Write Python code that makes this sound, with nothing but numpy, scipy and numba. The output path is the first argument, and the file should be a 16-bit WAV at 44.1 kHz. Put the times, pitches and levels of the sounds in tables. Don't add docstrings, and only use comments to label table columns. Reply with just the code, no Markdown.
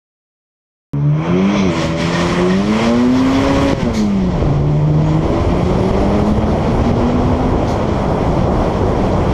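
import sys
import numpy as np
from scipy import signal
from scipy.fft import rfft, irfft
from scipy.io import wavfile
from scipy.ndimage import uniform_filter1d
from numba import njit

SR = 44100
rng = np.random.default_rng(int(sys.argv[2]) if len(sys.argv) > 2 else 0)


def put_to_file(sound):
    columns = np.atleast_2d(sound).T
    safe = np.clip(columns, -1, 1)
    whole_steps = np.round(safe * 32767)
    wavfile.write(sys.argv[1], SR, whole_steps.astype(np.int16))


N = 411453

START_S = .93425
GRIP_S = 1.69


def undb(db):
    return 10 ** (np.asarray(db) / 20)


def curve(table):
    s, *columns = np.transpose(table)
    return [np.interp(np.arange(N) / SR, s, c) for c in columns]


def ramp(s, length):
    return np.clip((np.arange(N) / SR - s) / length, 0, 1)


def blend(a, b, share):
    share = np.clip(share, 0, 1)
    return np.sqrt(1 - share) * a + np.sqrt(share) * b


def walk(rate):
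    k = int(SR / rate)
    steps = np.repeat(rng.standard_normal(N // k + 1), k)[:N]
    return 1.58 * uniform_filter1d(uniform_filter1d(steps, k), k)


def colour(x, spectrum):
    hz, db = np.transpose(spectrum)
    f = np.arange(1, N // 2 + 2) * SR / N
    gain_db = np.interp(np.log(f), np.log(hz), db, -90, -90)
    y = irfft(rfft(x) * undb(gain_db), N)
    return y / y.std()


def turbulence(spectrum, swell_db, flicker_db, rate, gate=1):
    hz = np.array(spectrum)[:, 0]
    f = np.arange(N // 2 + 1) * SR / N
    bands, swell = 0, walk(rate / 2)
    octaves = np.arange(np.ceil(np.log2(hz[-1] / hz[0])))
    for low in hz[0] * 2. ** octaves:
        band = irfft(rfft(rng.standard_normal(N)) * (f >= low) * (f < 2 * low), N)
        bands = bands + band * undb(swell_db * swell + flicker_db * walk(rate))
    return colour(bands * gate, spectrum)


# time in seconds, crank rate in Hz, level of the firing tone in dB,
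# level of the overtones in dB, both before the pipe.
ENGINE = [(0.935, 70.4, -19.5, -12), (1.1, 73.1, -13, -18.5), (1.2, 78.5, -16, -21),
          (1.36, 90.9, -14, -6.5), (1.46, 97.76, -12, -16.5), (1.54, 102.8, -17, -14.5),
          (1.6, 97.9, -11.5, -16), (1.66, 93.1, -13.5, -6), (1.72, 82.3, -17, -12.5),
          (1.79, 81.84, -15.5, -11), (1.9, 80.84, -12.5, -15), (2.1, 85.34, -15, -16),
          (2.3, 87.05, -17, -15.5), (2.42, 89.39, -18, -13), (2.52, 92.4, -15, -15.5),
          (2.8, 112.8, -11.5, -14.5), (2.94, 118.5, -11.5, -11), (3.22, 130.7, -13.5, -17.5),
          (3.5, 138.4, -17.5, -10.5), (3.7, 138, -15.5, -7), (3.77, 135.1, -35, -11),
          (3.92, 112.2, -15, -18), (4.0, 107.2, -13.5, -21), (4.24, 92.4, -14.5, -21),
          (4.42, 83.44, -25, -18), (4.5, 71.36, -13.5, -16), (5.15, 78.33, -13.5, -17.5),
          (5.35, 83.36, -20, -10), (5.75, 91.7, -19, -22), (5.95, 96.34, -21.5, -11),
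          (6.15, 102.8, -17.5, -13.5), (6.3, 105.2, -12, -19), (6.4, 107, -17, -27),
          (6.95, 118.1, -18.5, -26), (7.35, 126.5, -24, -27), (7.48, 127.1, -28, -23),
          (7.7, 114.2, -21, -21), (8.1, 93.1, -21, -40), (8.25, 88.7, -27.5, -26), (9.3, 94.34, -25.5, -26)]


def crank():
    crank_hz, firing_db, overtones_db = curve(ENGINE)
    running = np.arange(N) >= START_S * SR
    turn = 2 * np.pi * np.cumsum(running * crank_hz * (1 + 0.0029 * walk(45))) / SR
    return running, turn, crank_hz, firing_db, overtones_db


# centre in Hz, width in Hz, gain in dB.
PIPE = [(165.8, 6, -12), (224.55, 9.4, -12), (243, 26, 3.5), (291, 56, 2), (314, 15.3, 10),
        (369.6, 23.5, 6.5), (404, 17, -5.5), (417, 51, 4), (506, 25, -6), (590.6, 45, 10.5), (656, 40, 4),
        (765, 136, -2.5), (1067, 53, 7.5)]
# crank order, level in dB over that of the overtones.
ORDER_DB = [(1, -19.5), (3, -15.5), (4, -13.5), (5, -23), (6, -23), (7, -21.5), (8, -27.5), (9, -31),
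            (10, -35), (11, -35.5), (12, -29), (13, -33.5)]
UNLOADED_DB = -5


def exhaust(turn, crank_hz, firing_db, overtones_db):
    spinning = 1 - ramp(GRIP_S, 0.12)
    orders = [(2, firing_db)] + [(round(k), overtones_db + db) for k, db in ORDER_DB]
    out = 0
    for k, db in orders:
        pipe_db = sum(g / (1 + (2 * (k * crank_hz - f) / w) ** 2) for f, w, g in PIPE)
        waver_db = min(.6 * k, 3.) * walk(22 if k < 5 else 36)
        unloaded_db = UNLOADED_DB * spinning * (k > 4)
        lag = 2 * np.pi * rng.random() * (k != 2)
        out = out + undb(db + pipe_db + waver_db + unloaded_db) * np.sin(k * turn + lag)
    return np.sqrt(2) * out


# frequency in Hz, density in dB per Hz.
PIPE_ROAR = [(120, -35.5), (200, -7.5), (292, -12), (352, -7.5), (398, -10), (580, -3.5), (755, -13.5),
             (1010, -4), (1540, -16), (1900, -20.5), (2470, -50), (4180, -120)]
ROAR = [(120, -26), (200, -2.5), (237, -10.5), (409, -2.5), (700, -5.5), (983, -11), (1600, -26.5),
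        (1900, -43), (2470, -69), (4180, -120)]


def roar(puff, air):
    return blend(turbulence(PIPE_ROAR, 0.41, 0.55, 40, puff ** 3), turbulence(ROAR, 0.55, 0.64, 80), air)


# frequency in Hz, density in dB per Hz.
SPIN = [(820, -31), (1400, -11), (1650, -17), (1770, -10), (2200, 4.5), (2910, -7.5), (3260, -1.5),
        (3680, -12.5), (4150, -11), (4440, -19), (6050, -10.5), (6990, -29), (8500, -32), (11000, -70),
        (18700, -120)]
HISS = [(820, -13), (1400, -9), (1630, -10), (1920, 2), (2010, 2), (2450, -1), (2660, -5), (3280, -2),
        (3710, -9.5), (4180, -8.5), (5010, -11), (5490, -8.5), (6050, -13.5), (7420, -19.5), (8500, -29),
        (11000, -61.5), (18700, -120)]


def hiss(puff, gripping):
    return blend(turbulence(SPIN, .9, 1.6, 29.96), turbulence(HISS, 0.6, 0.83, 30, puff), gripping)


# frequency in Hz, density in dB per Hz.
SHARP = [(3820, -26.5), (6500, -1.5), (7810, -5.5), (9880, -16), (12100, -29), (13200, -32), (14200, -40.5)]
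AIR_SHARP = [(3820, -33), (6500, -5), (7170, -10.5), (9080, -8.5), (9850, -14), (11200, -13.5),
             (13200, -20), (14200, -29)]


def sizzle(air):
    return blend(turbulence(SHARP, 0.99, 1.0, 22), turbulence(AIR_SHARP, 0.98, .8, 30), air)


# time in seconds, roar in dB, hiss in dB; the sizzle follows the hiss.
GAS = [(0.94, -37, -51), (1.08, -36.5, -50), (1.28, -21, -31.5), (1.4, -25.5, -33.5), (1.55, -20, -27.5),
       (1.66, -26, -29.5), (1.84, -23, -24), (1.96, -27.5, -35), (2.01, -24.5, -24), (2.1, -21, -26.5),
       (2.2, -20, -24), (2.45, -21.5, -27.5), (2.62, -28, -31.5), (2.77, -21, -27), (2.84, -18.5, -24.5),
       (2.93, -24, -29.5), (3.42, -20, -27), (3.7, -16.5, -21.5), (3.76, -24, -28), (3.82, -27, -29.5),
       (3.88, -25, -35.5), (4.13, -30, -38.5), (4.45, -20.5, -37), (4.65, -28, -41.5), (4.95, -25, -41),
       (5.1, -21, -36), (5.7, -20, -34.5), (6.2, -18.5, -33), (6.45, -19.5, -36.5), (6.88, -17.5, -34.5),
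       (7.5, -18.5, -37), (9.28, -17.5, -36)]
# time in seconds, its share of the noise from 0 to 1.
AIR_SHARE = [(1.12, 0.0), (1.3, 0.3), (2.6, 0.18), (3.7, 0.5), (4.4, 0.93)]
FULL_DB, SIZZLE_DB, SIZZLE_SLOPE, SIZZLE_SPIN_DB = -27, -47, 1.37, -11
SIZZLE_GAIN_DB_PER_S = 1.1


def gas(turn):
    roar_db, hiss_db = curve(GAS)
    air, gripping = curve(AIR_SHARE)[0], ramp(GRIP_S, 0.033)
    sizzle_db = SIZZLE_DB + SIZZLE_SLOPE * (hiss_db - FULL_DB) + SIZZLE_SPIN_DB * (1 - gripping)
    brightening_s = np.maximum(np.arange(N) / SR - AIR_SHARE[-1][0], 0)
    sizzle_db = sizzle_db + SIZZLE_GAIN_DB_PER_S * brightening_s
    puff = 1 + 0.089 * np.cos(2 * turn)
    low, middle = undb(roar_db) * roar(puff, air), undb(hiss_db) * hiss(puff, gripping)
    return low + middle + undb(sizzle_db) * sizzle(air)


# time in seconds, rumble in dB.
WIND = [(0.95, -43), (1.3, -23), (1.45, -26), (1.63, -23), (2.3, -23), (3.3, -21), (3.7, -12.5),
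        (4.1, -24.5), (4.45, -14.5), (4.8, -21.5), (5.3, -16), (6.3, -16.5), (9.2, -16)]
# frequency in Hz, density in dB per Hz.
SHUDDER = [(12, -53), (20, -15), (91, -8), (134, 0.5), (172, -4), (211, -4.5), (300, -14.5), (390, -46),
           (660, -120)]
BUFFET = [(11, -36.5), (18, -1), (81, 5), (161, 1.5), (184, -3), (235, -2.5), (365, -6), (400, -16.5),
          (520, -18), (880, -120)]
EDDIES_FROM_S, EDDIES_GROW_S = 1.84, 2.2


def wind():
    shudder = turbulence(SHUDDER, 0.75, 1.6, 24)
    eddies = turbulence(BUFFET, 0.58, 0.84, 24)
    return undb(curve(WIND)[0]) * blend(shudder, eddies, ramp(EDDIES_FROM_S, EDDIES_GROW_S))


# centre in seconds, peak in dB ahead of the gain control, time scale in ms, sign of the push.
BLOWS = [(1.675, -15, 0.66, -1), (3.7345, 8, 0.99, -1), (3.8327, 0, 1.74, -1), (4.427, -4, 0.65, 1),
         (5.912, 1.5, 1.62, -1), (6.2277, 1, 1.68, -1), (6.3233, 2, 1.76, -1), (6.9168, 3, 1.85, 1)]


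def blows():
    out, t = np.zeros(N), np.arange(N) / SR
    for s, db, ms, sign in BLOWS:
        u = (t - s) * 1000 / ms
        out += np.sign(sign) * undb(db) * (1 - 1.2 * u ** 2) * np.exp(-np.minimum(u ** 2, 60))
    return out


# centre in seconds, peak in dB before the flicker.
CHIRPS = [(1.78, -43), (1.835, -36), (2.02, -42), (2.15, -29), (2.21, -29.5), (2.38, -31.5), (2.52, -31)]
SQUEAL_HZ = 1830


def tyres():
    t = np.arange(N) / SR
    slip = sum(undb(db) * np.exp(-np.minimum(((t - s) / 0.03) ** 2, 60)) for s, db in CHIRPS)
    phase = 2 * np.pi * np.cumsum(SQUEAL_HZ * (1 + 0.0132 * walk(60))) / SR
    return slip * undb(3.49 * walk(200)) * np.sqrt(2) * np.sin(phase)


# time in seconds, whistle in Hz, level in dB before the flicker.
TURBO = [
    [(2.2, 8950, -64), (2.4, 9600, -64), (2.52, 10300, -63), (2.68, 10800, -60), (3.3, 11580, -62),
     (3.85, 11780, -68)],
    [(5.0, 6400, -52), (5.15, 7000, -57), (5.3, 7678, -76), (5.52, 9183, -60), (5.62, 9986, -68),
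     (5.8, 10650, -62.5), (6.7, 10870, -64), (6.88, 11080, -67), (7.0, 11230, -80)],
    [(8.6, 8745, -65), (8.8, 9490, -77), (9.15, 10590, -68)],
]
BREATH_SHARE, CLEAR_HZ, CLEARING_HZ = 0.95, 11500, 900


def turbo():
    out = 0
    for table in TURBO:
        hz, db = curve(table)
        on = ramp(table[0][0], .06) - ramp(table[-1][0] - .06, .06)
        breath = np.clip((CLEAR_HZ - hz) / CLEARING_HZ, .15, BREATH_SHARE)
        phase = 2 * np.pi * np.cumsum(hz * (1 + .003 * walk(60))) / SR
        level = on * undb(db + 1.5 * walk(40))
        out = out + level * blend(0.99, walk(800), breath) * np.sqrt(2) * np.sin(phase)
    return out


# start in seconds, peak in dB before the turbulence.
VENTS = [(3.93, -28), (7.666, -35.5)]
# frequency in Hz, density in dB per Hz.
VENT = [(1000, -40), (1700, -7), (2220, 1.5), (2700, -17), (3280, -4), (3820, -5), (4170, 0), (5120, -7.5),
        (6440, -3.5), (7910, -18), (14200, -29)]
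VENT_OPEN_S, VENT_HOLD_S, VENT_FADE_S = .02, .045, .055


def blow_off():
    t = np.arange(N) / SR
    flow = 0
    for s, db in VENTS:
        pressure = np.exp(-np.maximum(t - s - VENT_HOLD_S, 0) / VENT_FADE_S)
        flow = flow + undb(db) * ramp(s, VENT_OPEN_S) * pressure
    return flow * turbulence(VENT, 0.69, 0.72, 30)


def scene():
    running, turn, crank_hz, firing_db, overtones_db = crank()
    car = exhaust(turn, crank_hz, firing_db, overtones_db) + gas(turn)
    sound = car + wind() + blows() + tyres() + turbo() + blow_off()
    return (sound * running)[None]


@njit
def duck(x, top, attack, release, slope):
    y, e = np.empty(len(x)), 0.
    for i in range(len(x)):
        a = abs(x[i])
        e += (a - e) * (attack if a > e else release)
        y[i] = x[i] * (top / max(e, top)) ** slope
    return y


TOP_HZ = 14360


def record(dry):
    held = duck(dry[0], 0.46, 0.023, 0.00042, 1.0)
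    low_pass = signal.ellip(6, .2, 60, TOP_HZ, fs=SR, output="sos")
    return signal.sosfilt(low_pass, np.clip(held, -.98, .98))[None]


dry = scene()
out = record(dry)
put_to_file(out)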